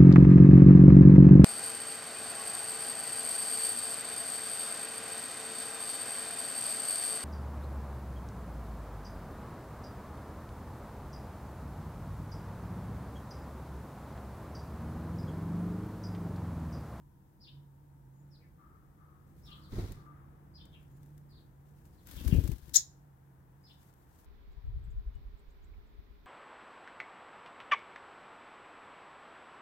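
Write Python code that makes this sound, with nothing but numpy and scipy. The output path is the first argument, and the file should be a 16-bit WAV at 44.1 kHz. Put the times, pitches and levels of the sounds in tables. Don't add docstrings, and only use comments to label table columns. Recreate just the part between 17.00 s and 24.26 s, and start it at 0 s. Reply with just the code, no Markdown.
import sys
import numpy as np
from scipy import signal
from scipy.fft import rfft, irfft
from scipy.io import wavfile

SR = 44100
rng = np.random.default_rng(int(sys.argv[2]) if len(sys.argv) > 2 else 0)


def generate_wav(signal):
    frames = np.transpose(np.atleast_2d(signal))
    scaled = np.clip(frames, -1, 1) * 32767
    pcm = np.round(scaled).astype(np.int16)
    wavfile.write(sys.argv[1], SR, pcm)


N = 320166
TIME = np.arange(N) / SR
PORT_LAG_S = .00054

# frequency in Hz, relative level in dB.
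CLOSE_AIR_SPECTRUM = [(15, -37), (25, -16), (59, 1.5), (103, -8), (140, -10.5), (350, -19), (429, -28.5),
                      (487, -26.5), (893, -53), (2000, -64), (2600, -80.5), (4400, -120)]
# frequency in Hz, relative level in dB.
TICK_SPECTRUM = [(500, -1), (2000, -4), (4000, -6.5), (8000, -3.5), (10000, -6), (13000, -1), (15500, -4.5)]


def from_db(db):
    return np.exp(np.asarray(db) * np.log(10) / 20)


def rms_one(x):
    return x / np.sqrt(np.mean(x ** 2) + 1e-20)


def in_time(rows):
    s, *columns = np.transpose(rows)
    return [np.interp(TIME, s, c) for c in columns]


def lasting(start, end, attack, release):
    return np.clip(1 + np.minimum((TIME - start) / attack, (end - TIME) / release), 0, 1)


def during(rows, fade):
    return lasting(rows[0][0], rows[-1][0], fade, fade)


def pan(left_db):
    gains = from_db(np.array([[.5], [-.5]]) * left_db)
    return gains / gains.mean(axis=0)


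def colour(x, spectrum):
    hz, db = np.transpose(spectrum)
    octave = np.log2(np.maximum(np.fft.rfftfreq(N, 1 / SR), 1))
    outside = np.abs(octave - np.clip(octave, np.log2(hz[0]), np.log2(hz[-1])))
    gain = from_db(np.interp(octave, np.log2(hz), db) - 30 * outside)
    return irfft(rfft(x) * rms_one(gain), N)


def noise(spectrum, alike=0):
    common = np.sqrt(alike) * rng.standard_normal(N)
    return colour(common + np.sqrt(1 - alike) * rng.standard_normal((2, N)), spectrum)


def drift(rate):
    return rms_one(np.interp(TIME * rate, np.arange(N), rng.standard_normal(N)))


def resonate(x, hz, width_hz):
    r = np.exp(-np.pi * width_hz / SR)
    feedback = [1, -2 * r * np.cos(2 * np.pi * hz / SR), r * r]
    return signal.lfilter(np.array([1, 0, -1]) * (1 - r * r) / 2, feedback, x + 1e-18)


def delayed(x, s):
    return np.interp(TIME - s, TIME, x, left=0)


def from_left(left, right):
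    return np.array([left, delayed(right, PORT_LAG_S)])


def scatter(x, t60, gap):
    t = TIME[:SR]
    tail = rng.standard_normal((2, SR)) * from_db(-60 * t / t60) * np.clip(t / gap - 1, 0, 1)
    tail /= np.sqrt(np.sum(tail ** 2, axis=1, keepdims=True))
    return signal.fftconvolve([x], tail, axes=1)[:, :N]


def far_tone(hz, db, waver_hz, rate):
    phase = 2 * np.pi * np.cumsum(hz + waver_hz * drift(rate)) / SR
    return from_db(db) * np.sin(phase) * (1 + 0.12 * drift(rate))


def distant_traffic():
    # time in seconds, relative levels of rumble and road in dB.
    swell = [(0, -65, -77.5), (2, -63.5, -75), (2.7, -59, -73), (3.2, -60, -70), (4.1, -61.5, -73.5),
             (6, -67, -73.5), (7.26, -64.5, -71.5)]
    # frequency in Hz, relative level in dB.
    rumble_spectrum = [(25, -23.5), (45, -4.5), (60, -3.5), (80, -2), (105, -7.5), (140, -10), (180, -7.5),
                       (225, -16.5), (330, -14), (400, -26.5), (470, -22.5), (600, -33)]
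    road_spectrum = [(400, -5), (480, -10), (600, -9), (750, -5.5), (950, -5.5), (1200, -11), (1700, -13),
                     (2100, -19.5), (2700, -27), (3500, -31)]
    # time in seconds, pitch in Hz.
    engine_pitch = [(1, 138.5), (2, 146.5), (4.2, 142.5), (7.26, 134)]
    # time in seconds, relative level in dB.
    engine_level = [(0, -57), (.4, -66.5), (.57, -49), (.85, -57.5), (1.2, -51.5), (1.7, -62.5), (3.2, -52),
                    (3.7, -58), (4.15, -48), (4.45, -58.5), (4.7, -52.5), (5, -62), (6.3, -57),
                    (6.55, -57.5), (7.26, -69)]
    # time in seconds, pitch in Hz, level in dB.
    tyres = [(0, 953, -76), (1.2, 900, -75), (1.8, 892, -93.5)]
    rumble_db, road_db = in_time(swell)
    engine = far_tone(*in_time(engine_pitch), *in_time(engine_level), waver_hz=4, rate=17)
    rumble = from_db(rumble_db + 3.5 + .6 * drift(5.5)) * noise(rumble_spectrum, alike=0.77)
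    road = from_db(road_db + 1.5) * from_left(*noise(road_spectrum, alike=0.16)) * pan(4.0)
    whine = np.array([far_tone(*in_time(tyres), waver_hz=44.83, rate=270) for side in range(2)])
    return rumble + from_db(-1) * engine * pan(-2.304) + road + whine


def hiss():
    # frequency in Hz, relative level in dB.
    spectrum = [(1470, -24.5), (2500, -2), (4000, -3), (4190, -4), (8520, -0.5), (10300, -1), (13800, 4.5),
                (15800, 1.5)]
    return from_db(-79.5) * noise(spectrum) * pan(5.5)


def crow():
    # start and length in seconds, top pitch in Hz, relative level in dB.
    calls = [(1.57, 0.099, 421.4, -62.5), (1.97, 0.082, 421, -64.5), (2.445, 0.15, 415, -63.5),
             (2.95, 0.16, 420, -60.5)]
    level, pitch = np.zeros(N), np.full(N, calls[0][2], float)
    for s, length, hz, db in calls:
        arch = np.sin(np.pi * np.linspace(0, 1, int(length * SR)) ** 0.726).clip(0) ** .7
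        span = slice(int(s * SR), int(s * SR) + len(arch))
        level[span] = from_db(db) * arch
        pitch[span] = hz * (1 - 0.098 * (1 - arch))
    phase = 2 * np.pi * np.cumsum(pitch * (1 + 0.025 * drift(250))) / SR
    pulses = sum(np.cos(k * phase) for k in range(2, 6)) * (1 + 2.0 * drift(500))
    throat = resonate(resonate(pulses, 1200, width_hz=440), 1190, width_hz=250)
    caws = level * rms_one(throat)
    direct = from_db(-10) * from_left(caws, caws)
    echo = from_db(-1.5) * scatter(delayed(caws, .08), t60=1.0, gap=0.0031)
    return (direct + scatter(caws, t60=0.63, gap=0.0021) + echo) * pan(5.9)


def hooked_call(u, arch_db, hook_db, top_hz, end_hz):
    start_hz, dip_hz, dive_loss_db = 4720, 2830, 12
    top, dip = .24, .76
    rise, dive = np.clip(u / top, 0, 1), np.clip((u - top) / (dip - top), 0, 1)
    arch, hook = np.clip(u / dip, 0, 1), np.clip((u - dip) / (1 - dip), 0, 1)
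    hz = (start_hz + (top_hz - start_hz) * np.sin(np.pi / 2 * rise)
          + (dip_hz - top_hz) * np.sin(np.pi / 2 * dive) ** 2
          + (end_hz - dip_hz) * hook)
    arch_level = from_db(arch_db - dive_loss_db * dive) * np.sin(np.pi * arch)
    return hz, arch_level + from_db(hook_db) * np.sin(np.pi * hook)


def slur(u, start_hz, db):
    return start_hz * (1 - .4 * u ** 1.9), from_db(db) * np.sin(np.pi * u)


def whistle(u, db):
    start_hz, end_hz = 6500, 7360
    return start_hz + (end_hz - start_hz) * u, from_db(db) * np.sin(np.pi * u)


def tree_chirps():
    # start and length in seconds,
    # relative levels of arch and hook in dB, top and end pitch in Hz.
    hooked_calls = [(0.399, .089, -56.5, -55, 5030, 3890), (2.419, .112, -64, -52.5, 5437, 3420),
                    (3.536, .079, -57, -56, 5010, 3940), (6.632, 0.08, -60, -59, 5130, 4060)]
    # start and length in seconds, first pitch in Hz, relative level in dB.
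    slurs = [(1.3, 0.065, 5390, -67.5), (1.394, 0.063, 2410, -72), (2.449, 0.06, 3865, -60),
             (2.503, .04, 4480, -60), (2.602, .075, 4870, -67), (3.717, 0.051, 3450, -62),
             (4.281, 0.068, 4960, -71), (4.325, .07, 4760, -68.5), (4.905, 0.052, 5420, -83),
             (4.96, 0.054, 4620, -78), (5.158, .04, 3590, -55.5), (5.3, 0.041, 3220, -49)]
    # start and length in seconds, relative level in dB.
    whistles = [(1.105, .15, -85), (3.876, .12, -86)]
    song = np.zeros(N)
    unsteady = drift(1500)
    for shape, rows in ((hooked_call, hooked_calls), (slur, slurs), (whistle, whistles)):
        for s, length, *manner in rows:
            hz, level = shape(np.linspace(0, 1, int(length * SR)), *manner)
            span = slice(int(s * SR), int(s * SR) + len(hz))
            husk = np.interp(hz, [2500, 5200], [.08, .032])
            phase = 2 * np.pi * np.cumsum(hz * (1 + husk * unsteady[span])) / SR
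            song[span] += level * np.sin(phase)
    direct = from_db(-4) * from_left(song, song)
    early = from_db(3) * scatter(song, t60=0.17, gap=0.0026)
    late = from_db(-3) * scatter(song, t60=0.35, gap=0.021)
    return (direct + early + late) * pan(3.0)


def bursts(rows, fade_s):
    level = np.zeros(N)
    t = TIME[:SR // 8]
    envelope = np.exp(-t / fade_s) * (1 - np.exp(-t / 0.00052))
    for s, db in rows:
        at = int(s * SR)
        level[at:at + len(t)] += from_db(db) * envelope[:N - at]
    return level * noise(TICK_SPECTRUM) * from_db([[0], [-10]])


def feeding():
    # start in seconds, relative level in dB.
    pecks = [(2.9198, -38.5), (3.6535, -48), (4.03, -51.5), (4.0594, -57), (4.1777, -50), (4.8534, -53.5),
             (6.8297, -53), (6.937, -54)]
    # middle and length in seconds, relative level in dB.
    bouts = [(2.652, 1, -70.5), (4.055, 1, -75), (4.916, 0.67, -72), (6.848, 0.65, -71),
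             (7.187, 0.27, -67.5)]
    taps_per_s, tap_boost_db = 16, 13
    scuff, taps = 0, list(pecks)
    for s, length, db in bouts:
        scuff += from_db(db) * np.cos(np.pi * np.clip((TIME - s) / length, -.5, .5))
    chances = rng.random((200, 2))
    for place, strength in chances[:int(taps_per_s * N / SR)]:
        at = int(place * (N - 1))
        taps.append((at / SR, 20 * np.log10(scuff[at] * strength + 1e-9) + tap_boost_db))
    grain_db = 1.6 * drift(200) + 3.4 * drift(35)
    ticks = from_db(-5.5) * bursts(taps, fade_s=0.0037)
    return ticks + scuff * from_db(grain_db - 4.5) * noise(TICK_SPECTRUM) * pan(3.96)


def nearing(t, approach, retreat):
    return np.minimum(approach * t, -retreat * t)


def flight(rows, air, feathers, beats_per_s, air_db, feather_db, air_left_db, throb_db,
           wake_s, rustle_share, stop_s):
    wind, rustle = 0, 0
    for start, nearest, end, wind_db, rustle_db, approach, retreat, left_db in rows:
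        flying = lasting(start, end, attack=0.03, release=stop_s)
        wake_db = nearing(TIME - nearest - wake_s, approach, retreat)
        near_db = rustle_share * nearing(TIME - nearest, approach, retreat)
        wind += flying * from_db(wind_db + wake_db)
        rustle += flying * from_db(rustle_db + near_db) * pan(left_db)
    beat = np.sin(2 * np.pi * np.cumsum(beats_per_s * (1 + 0.19 * drift(32))) / SR)
    push = wind * from_db(air_db + 4.7 * beat) * noise(air, alike=0.89) * pan(air_left_db)
    return push + rustle * from_db(feather_db + throb_db * beat + 1.4 * drift(400)) * noise(feathers)


def flutter_past():
    # start, nearest moment and end in seconds, relative air and feather levels
    # in dB, the air's rise and fall in dB per second, the feathers' lean to the left in dB.
    path = [(2.73, 2.79, 2.934, -33.5, -56.5, 123, 109, 2.5)]
    # frequency in Hz, relative level in dB.
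    air = [(30, 0), (70, -5.5), (105, 3.5), (150, -15.5), (200, -10), (280, -17), (380, -14), (500, -25),
           (800, -32.5), (2000, -86)]
    feathers = [(470, -17), (800, -0.5), (1330, 0), (1600, -4), (2000, -2), (2800, -11), (3770, -4),
                (8550, -15), (15500, -16.5)]
    return flight(path, air, feathers, beats_per_s=14.79, air_db=1.0, feather_db=2.5,
                  air_left_db=-1.5, throb_db=0, wake_s=0.0012, rustle_share=.6, stop_s=0.2)


def flight_overhead():
    # start, nearest moment and end in seconds, relative air and feather
    # levels in dB, the air's rise and fall in dB per second, the feathers' lean to the left in dB.
    path = [(5.08, 5.285, 5.52, -35.5, -53, 91, 85, 5), (5.56, 5.68, 5.71, -54.5, -67.5, 68.5, 100, 8)]
    # frequency in Hz, relative level in dB.
    feathers = [(470, -29), (800, 1), (1330, -3.5), (1580, 1), (2380, -6), (3330, -1.5), (9560, -7.5),
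                (13000, -1.5), (15500, -4.5)]
    # start in seconds, relative level in dB.
    flicks = [(5.07, -46), (5.111, -43), (5.165, -45.5), (5.277, -34.5), (5.344, -45), (5.438, -42),
              (5.475, -39.5), (5.516, -42), (5.581, -54), (5.657, -59), (5.693, -49.5)]
    wings = flight(path, CLOSE_AIR_SPECTRUM, feathers, beats_per_s=26, air_db=4.5, feather_db=1.0,
                   air_left_db=9.5, throb_db=2.0, wake_s=.07, rustle_share=0.39, stop_s=0.065)
    return wings + bursts(flicks, fade_s=.006)


def wing_gusts():
    # start in seconds, relative level in dB, rate of the swing in Hz.
    gusts = [(5.165, -28, 70), (5.261, -17.5, 59.6), (5.325, -8, 160), (5.343, -8, 56), (5.38, -11.5, 105),
             (5.437, -13.5, 59), (5.489, -17, 125), (5.512, -21.5, 56.6)]
    eddy_db, eddy_fade_s = -12, .018
    pressure, eddies = np.zeros(N), np.zeros(N)
    t = TIME[:SR // 4]
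    for s, db, hz in gusts:
        span = slice(int(s * SR), int(s * SR) + len(t))
        cycles, age = t * hz, t / eddy_fade_s
        envelope = cycles / 0.68 * np.exp(1 - cycles / 0.5)
        pressure[span] += from_db(db) * envelope * np.sin(2 * np.pi * cycles)
        eddies[span] += from_db(db + eddy_db) * np.minimum(age * 4, 1) * np.exp(-age)
    return (pressure + eddies * noise(CLOSE_AIR_SPECTRUM)) * from_db([[0], [-18]])


def syrinx(rows, overtone_db):
    hz, db = in_time(rows)
    phase = 2 * np.pi * np.cumsum(hz * (1 + 0.0061 * drift(2000))) / SR
    tone = np.sin(phase) + from_db(overtone_db) * np.sin(2 * phase)
    return from_db(db) * during(rows, fade=.001) * tone


def close_chip():
    # time in seconds, pitch in Hz, level in dB.
    low_voice = [(5.754, 4300, -65.5), (5.7575, 5200, -17.5), (5.761, 6200, -12), (5.7645, 6800, -8),
                 (5.768, 7150, -9), (5.7697, 6750, -5.5), (5.771, 5500, -16.5), (5.773, 4100, -31)]
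    high_voice = [(5.751, 5840, -44.5), (5.7555, 6400, -37.5), (5.759, 7400, -11.5), (5.763, 8200, -22),
                  (5.766, 8300, -25), (5.769, 7900, -50.5)]
    # time in seconds, level in dB.
    rasp_level = [(5.735, -51.5), (5.743, -27), (5.749, -27), (5.753, -28), (5.762, -24.5), (5.769, -29.5),
                  (5.776, -52)]
    # frequency in Hz, relative level in dB.
    rasp_spectrum = [(900, -44), (1800, -21), (2800, -23.5), (3700, -5), (5000, -10), (6500, -0.5),
                     (8000, -4), (9500, -15), (12000, -5), (15500, -12.5)]
    porch_spectrum = [(1000, 3.5), (3000, 1), (3800, 1), (5300, 6), (6300, -1), (7100, -1), (8300, -5),
                      (10000, -8.5), (15500, -10)]
    rasp = from_db(in_time(rasp_level)[0]) * during(rasp_level, fade=.002) * noise(rasp_spectrum)[0]
    voice = syrinx(low_voice, overtone_db=-29) + syrinx(high_voice, overtone_db=-21.5) + rasp
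    wall = from_db(-15) * delayed(voice, .0085)
    near = from_left(voice + wall, from_db(-17) * voice)
    spread = colour(from_db(0.5) * voice + from_db(8) * rasp, porch_spectrum)
    early = from_db(-17) * scatter(spread, t60=0.13, gap=0.0034)
    late = from_db(-35) * scatter(spread, t60=.32, gap=.016)
    return near + early + late


def scene():
    wings = flutter_past() + flight_overhead()
    surroundings = distant_traffic() + hiss() + tree_chirps() + crow()
    return surroundings + wings + wing_gusts() + feeding() + close_chip()


def record(dry):
    cutoff_hz = 15900
    return signal.sosfilt(signal.ellip(12, .1, 80, cutoff_hz, fs=SR, output="sos"), dry)


dry = scene()
out = record(dry)
generate_wav(out)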